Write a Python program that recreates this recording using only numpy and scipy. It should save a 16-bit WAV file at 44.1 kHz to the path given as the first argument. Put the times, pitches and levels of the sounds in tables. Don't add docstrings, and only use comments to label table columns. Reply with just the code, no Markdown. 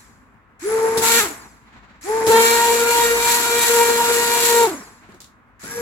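import sys
import numpy as np
from scipy import signal
from scipy.fft import rfft, irfft, next_fast_len
from scipy.io import wavfile
from scipy.ndimage import uniform_filter1d, map_coordinates

SR = 44100
rng = np.random.default_rng(int(sys.argv[2]) if len(sys.argv) > 2 else 0)


def digitize_waveform(pressure):
    field = np.atleast_2d(pressure).T
    bounded = np.clip(field, -1, 1)
    quanta = np.round(bounded * 32767).astype(np.int16)
    wavfile.write(sys.argv[1], SR, quanta)


N = 256220
T = np.arange(N) / SR
FFT_SIZE = next_fast_len(N + 8192)
FFT_HZ = np.fft.rfftfreq(FFT_SIZE, 1 / SR)

# time in seconds, tone gain in dB, octave gain in dB.
PULP_PUSH = [
    [(0.69, -17, -43), (0.722, -17, -33), (1.042, -23, -27), (1.088, -32, -24), (1.154, -22, -32),
     (1.2, -27, -26)],
    [(2.11, -21, -23), (2.23, -22, -27), (2.26, -15, -24), (2.38, -12, -16), (2.48, -19, -28),
     (2.63, -23, -15), (2.82, -18, -31), (2.93, -24, -18), (3.02, -21, -20), (3.11, -18, -40),
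     (3.16, -19, -25), (3.2, -24, -32), (3.29, -30, -18), (3.4, -33, -29), (3.55, -21, -31),
     (3.65, -35, -27), (3.71, -18, -30), (3.79, -17, -19), (3.97, -20, -28), (4.01, -24, -20),
     (4.14, -23, -30), (4.35, -28, -24), (4.42, -26, -29), (4.62, -16, -18)],
    [(5.69, -47, -47), (5.742, -38, -53), (5.8, -26, -41)],
]
# time in seconds, buzz gain in dB, spray gain in dB.
AIR_INTAKE = [
    [(1.012, -24, -25), (1.036, -25, -19), (1.2, -20, -19)],
    [(2.27, -30, -25), (2.35, -24, -26), (2.46, -21, -22), (2.85, -31, -27), (2.88, -26, -25),
     (3.08, -26, -24), (3.15, -30, -28), (3.3, -26, -21), (3.49, -27, -26), (3.68, -26, -21),
     (3.91, -28, -26), (4.41, -26, -24), (4.48, -28, -21), (4.63, -28, -26)],
]
# multiple of the shaft speed, relative level in dB.
BLADE_OVERTONES = [(1, -12.5), (3, -15), (5, -17), (6, 0), (7, -11), (8, -.8), (10, -.4), (12, -6),
                   (14, -8), (16, -4.5), (18, -3.5), (20, -11), (22, -12), (26, -11), (32, -6)]

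def blade(angle, speed_hz, pace, power, boom_hz=310, boom_width_hz=28, boom_db=6):
    slip = 3.2 * power
    tone, octave = amp(burst_curves_db(PULP_PUSH)) * pace ** (5.2 + slip)
    funnel = vortex(rise_s=.03)
    buzz = amp(burst_curves_db(AIR_INTAKE)[0]) * funnel * pace ** 6.8
    pot_resonance = amp(boom_db / (1 + ((2 * speed_hz - boom_hz) / boom_width_hz) ** 2))
    sway_rad = .055
    gulp_rad = .2 * np.sin(np.pi * vortex(rise_s=.035))
    breakup_rad = .8 * (1 - uniform_filter1d(power, size=2000))
    angle = angle + (sway_rad + gulp_rad + breakup_rad) * wobble(70)
    tone_wave = partial(angle, order=2, rough=.12, drift_rad=.26, swell_db=1.9, drift_hz=40)
    octave_wave = partial(angle, order=4, rough=.12, drift_rad=.25, swell_db=2.1, drift_hz=28)
    hum = amp(.4) * pot_resonance * tone * tone_wave + amp(1.3) * octave * pace ** 2 * octave_wave
    steepening = amp(-24) * tone + amp(-4) * funnel * tone ** 2
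    for order, db in BLADE_OVERTONES:
        muffled = steepening / (1 + (order / 8) ** 4)
        level = amp(db) * (amp(-5) * buzz + muffled)
        offset = rng.uniform(0, 2 * np.pi)
        hum += level * partial(angle + offset, order, rough=.23, drift_rad=min(.07 * order, .8), swell_db=2.3)
    return hum


# frequency in Hz, relative density in dB.
SPRAY_SPECTRUM = [(600, -20), (1400, -4), (2500, -4), (3100, -7), (4200, -3), (5000, -8), (6200, -4),
                  (7700, 2), (8900, -13), (10100, -3), (13000, -7), (15000, -11), (16000, -20)]

def spray(angle, air, throb=.18, grain_db=3, flutter_db=.8, surge_db=.7):
    hiss = noise()
    grains = np.repeat(rng.standard_normal(N // 8 + 1), 8)[:N]
    bubbles = hiss * unit(amp(grain_db * grains))
    wing_beat = 1 + throb * np.cos(2 * angle)
    flutter = amp(flutter_db * wobble(90) + surge_db * wobble(14))
    return amp(.9) * air * spread(bubbles * wing_beat * flutter, SPRAY_SPECTRUM)


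# press and release in seconds, nominal shaft speed in Hz,
# then slosh, gurgle, motor and bearing gains in dB.
TRIGGER_BURSTS = [(-1, -.235, 224, -48, -44, -1, -44), (.594, 1.195, 224.5, -44, -31.5, 0, -45),
                  (2.011, 4.635, 223.8, -47.5, -32.5, 0, -45), (5.594, 6, 236, -42, -41, -2.5, -37)]
RELIEF_S = .16

def shaft(spin_up_s=.029, coast_s=.272, friction=.052, inertia_s=.12, relief_hz=11, sag_hz_per_db=.13):
    push_db = np.clip(burst_curves_db(PULP_PUSH)[0], -45, 0)
    sag_hz = sag_hz_per_db * uniform_filter1d(push_db + 21, int(inertia_s * SR))
    shift_hz = relief_hz * vortex(RELIEF_S) - sag_hz
    speed_hz, pace, power = np.zeros((3, N))
    for on, off, hz, *_ in TRIGGER_BURSTS:
        run_up = 1 - np.exp(-since(on) / spin_up_s)
        drag = np.exp(-since(off) / coast_s)
        share = run_up * np.maximum(drag - (1 - drag) * friction, 0)
        speed_hz += share * (hz + shift_hz)
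        pace += share
        power += (T > on) & (T < off)
    hunting = 1 + .0016 * wobble(40)
    return speed_hz * hunting, pace, power


# frequency in Hz, gain in dB.
HOUSING_RESPONSE = [(1500, -30), (3000, -24), (4200, -4), (5400, -7), (6500, -3), (7600, 2), (8900, -15),
                    (10200, 0), (11500, -1), (12800, -14), (16000, -20)]

def commutator(angle, pace, power, air, ripple, segments=24, driven_db=-35.5, coasting_db=-33.5):
    jolts = (.5 + 30 * air) * power * wobble(350)
    segment_angle = segments * angle + .4 * ripple + jolts
    whine = 0
    for order in range(1, 8):
        weight = 1 if order == 2 else (1 - .65 * power) * min(.7, (2.1 / order) ** 1.1)
        whine += weight * partial(segment_angle, order, rough=.5, drift_rad=.6, swell_db=1)
    level = power * amp(driven_db) * (1 + .45 * ripple) + (1 - power) * amp(coasting_db)
    return coloured(whine * level * pace ** 2.2, HOUSING_RESPONSE)


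def bearing(angle, pace):
    low = partial(angle, order=7, rough=.45, drift_rad=.4)
    high = partial(angle, order=24, rough=1.1, drift_rad=.6, eddy_hz=400)
    return amp(burst_gains_db()[3]) * pace ** 4 * (low + amp(-7) * high)


# frequency in Hz, relative density in dB.
BRUSH_SPECTRUM = [(500, -14), (1100, 0), (1700, 6), (2350, 3), (2900, -9), (4200, -4), (5400, -4.5),
                  (7600, 2.5), (8900, -15), (10200, -4), (11200, -5), (12500, -11.5), (16000, -20)]

def brushes(pace, power, ripple, hiss_db=-39, spark_db=-49, rub_db=-35):
    driven = power * (amp(hiss_db) * pace ** 2 + amp(spark_db)) * (1 + .17 * ripple)
    coasting = (1 - power) * amp(rub_db) * pace ** 2.05
    return (driven + coasting) * spread(noise(), BRUSH_SPECTRUM)


# frequency in Hz, relative density in dB.
SLOSH_SPECTRUM = [(30, -28), (75, -2), (100, 0), (170, -1), (230, 5.5), (310, -3), (500, -14), (1500, -40)]
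POT_SPECTRUM = [(100, -25), (250, -5), (330, 0), (420, 3), (500, -4), (580, -10), (670, -2), (800, -1),
                (1050, 1.5), (1300, -1.5), (1650, -3.5), (2200, -8.5), (3200, -22), (8000, -50)]
SWISH_SPECTRUM = [(40, -12), (110, 0), (240, 5), (380, -8), (650, -4), (1050, 0), (1600, -1), (2300, -5),
                  (3200, -14), (4200, -14), (5400, -24), (7400, -21), (9000, -42), (15000, -48)]
# middle in seconds, half length in seconds, gain in dB.
WAND_DRAGS = [(1.83, .24, -51), (5.08, .13, -53)]

def churn(pace, lag_s=.07, stir_db=1.5, funnel_db=-1, settle_db=-53.5, settle_db_per_s=13):
    pole = np.exp(-1 / (lag_s * SR))
    flow = signal.lfilter([1 - pole], [1, -pole], pace ** 3.4)
    slosh, gurgle = amp(burst_gains_db()[:2] + stir_db + funnel_db * vortex(RELIEF_S)) * flow
    settling = sum((T > off) * amp(settle_db - settle_db_per_s * since(off))
                   for _, off, *_ in TRIGGER_BURSTS)
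    swish = sum(amp(db) * bump(middle_s, half_s) for middle_s, half_s, db in WAND_DRAGS)
    lumps = amp(2.3 * wobble(45))
    layers = [(np.hypot(slosh, settling), SLOSH_SPECTRUM),
              (np.hypot(gurgle, amp(-5) * settling), POT_SPECTRUM),
              (swish, SWISH_SPECTRUM)]
    return sum(level * spread(noise() * lumps, spectrum) for level, spectrum in layers)


# start in seconds, thud gain in dB, splash gain in dB.
PULP_SLOPS = [(0.972, -24.5, -21), (2.264, -20, -23.5), (5.088, -43, -62), (5.139, -49, -60),
              (5.203, -58, -47), (5.633, -36, -44)]

def slops(attack_s=.002, t60_s=.22):
    thud, splash = np.zeros((2, N))
    for start_s, thud_db, splash_db in PULP_SLOPS:
        age_s = since(start_s)
        envelope = (1 - np.exp(-age_s / attack_s)) * amp(-60 * age_s / t60_s)
        thud += amp(thud_db) * envelope
        splash += amp(splash_db) * envelope
    thud_spectrum = [(40, -18), (110, -4), (240, 3), (400, -1), (700, -10), (2500, -21), (8000, -60)]
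    splash_spectrum = [(1500, -20), (3500, 0), (7500, 0), (15000, -10)]
    return thud * spread(noise(), thud_spectrum) + splash * spread(noise(), splash_spectrum)


# start in seconds, relative level in dB.
BLADE_DROPS = [(5.1213, -46), (5.1454, -47), (5.2041, -31), (5.2164, -36), (5.243, -36)]

def drops(tick_t60_s=.012, tail_t60_s=.25, tail_db=-13):
    level = np.zeros(N)
    for start_s, db in BLADE_DROPS:
        tick = amp(-60 * since(start_s) / tick_t60_s)
        tail = amp(tail_db - 60 * since(start_s) / tail_t60_s)
        level += (T > start_s) * amp(db) * (tick + tail)
    spectrum = [(1500, -20), (3800, 1), (5500, -4), (7300, 0), (9000, -12), (10500, -9), (15000, -18)]
    return amp(-9) * level * spread(noise(), spectrum)


# frequency in Hz, relative density in dB.
ROOM_SPECTRUM = [(25, -19), (60, -4), (100, 0), (150, -7), (230, -3), (380, -14), (780, -12), (1050, -5.5),
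                 (1600, -10), (2400, -20), (3200, -31), (5200, -44), (7400, -42), (9000, -54), (15000, -52)]

def room(air_db=-56, rumble_db=-63, swell_db=14):
    rumble = spread(noise(), [(25, -34), (44, -16), (53, 0), (62, -14), (100, -45), (300, -100)])
    rumble_level = amp(rumble_db + swell_db * bump(middle_s=2.95, half_s=.9))
    return amp(air_db) * spread(noise(), ROOM_SPECTRUM) + rumble_level * rumble


def vortex(rise_s):
    opening = np.zeros(N)
    for rows in AIR_INTAKE:
        open_s = rows[0][0]
        close_s = min(on for on, *_ in TRIGGER_BURSTS if on > open_s)
        opening += (1 - np.exp(-since(open_s) / rise_s)) * (T < close_s)
    return opening


def partial(angle, order, rough, drift_rad, swell_db=0, eddy_hz=150, drift_hz=11):
    phase = order * angle + rough * wobble(eddy_hz)
    size = (1 + rough * wobble(eddy_hz)) * amp(swell_db * wobble(drift_hz))
    ear_shift = drift_rad * wobble(drift_hz) * np.array([[1], [-1]])
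    return np.sqrt(2) * unit(size) * np.cos(phase + ear_shift)


def burst_curves_db(table):
    curves = np.full((2, N), -120.)
    for rows in table:
        times_s, *columns = np.transpose(rows)
        press_s = max(on for on, *_ in TRIGGER_BURSTS if on < times_s[0])
        curves = np.where(T >= press_s, [np.interp(T, times_s, db) for db in columns], curves)
    return curves


def burst_gains_db():
    gains = np.zeros((4, N))
    for on, _, _, *dbs in TRIGGER_BURSTS:
        gains[:, T > on] = np.array(dbs)[:, None]
    return gains


# frequency in Hz, left-right correlation.
STEREO_CORRELATION = [(100, .85), (450, .8), (1000, .45), (2000, .1), (4000, .03), (12000, 0)]

def spread(pair, spectrum):
    width = np.tan(np.arccos(np.clip(per_bin(STEREO_CORRELATION), -1, 1)) / 2)
    shaped = rfft(pair, FFT_SIZE) * amp(per_bin(spectrum))
    mid, side = irfft(shaped * [np.ones_like(width), width], FFT_SIZE)[:, :N]
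    return np.array([mid + side, mid - side]) / mid.std()


def coloured(x, spectrum):
    return irfft(rfft(x, FFT_SIZE) * amp(per_bin(spectrum)), FFT_SIZE)[..., :N]


def per_bin(points):
    hz, values = np.transpose(points)
    return np.interp(np.log(FFT_HZ + 1), np.log(hz + 1), values)


def wobble(rate_hz):
    knots = rng.standard_normal(int(N * rate_hz / SR) + 4)
    return np.interp(T, T[::16], map_coordinates(knots, [T[::16] * rate_hz]))


def noise():
    return rng.standard_normal((2, N))


def since(start_s):
    return np.maximum(T - start_s, 0)


def bump(middle_s, half_s):
    return np.exp(-((T - middle_s) / half_s) ** 2)


def amp(db):
    return 10 ** (np.asarray(db) / 20)


def unit(x):
    return x / np.sqrt(np.mean(np.abs(x) ** 2) + 1e-20)


def scene(mains_hz=50):
    speed_hz, pace, power = shaft()
    angle = 2 * np.pi * np.cumsum(speed_hz) / SR
    air = amp(burst_curves_db(AIR_INTAKE)[1]) * vortex(rise_s=.008) * pace ** 5.7
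    ripple = power * np.cos(2 * np.pi * 2 * mains_hz * T)
    blender = blade(angle, speed_hz, pace, power) + spray(angle, air)
    whine = commutator(angle, pace, power, air, ripple)
    motor = amp(burst_gains_db()[2]) * (whine + bearing(angle, pace) + brushes(pace, power, ripple))
    return blender + motor + churn(pace) + slops() + drops() + room()


# frequency in Hz, left minus right in dB.
MIC_BALANCE = [(50, 8), (150, 7), (250, -5), (470, 2.6), (2000, -.8), (6200, -1.5), (7700, 5.5), (13000, 3)]

def record(dry, lead_s=.00012, ceiling=.92, top_hz=15900):
    left = amp(per_bin(MIC_BALANCE) / 2) * np.exp(1j * np.pi * FFT_HZ * lead_s)
    heard = irfft(rfft(dry, FFT_SIZE) * np.array([left, 1 / left]), FFT_SIZE)
    limited = heard / (1 + np.abs(heard / ceiling) ** 8) ** (1 / 8)
    return irfft(rfft(limited) * (FFT_HZ < top_hz), FFT_SIZE)[:, :N]


dry = scene()
out = record(dry)
digitize_waveform(out)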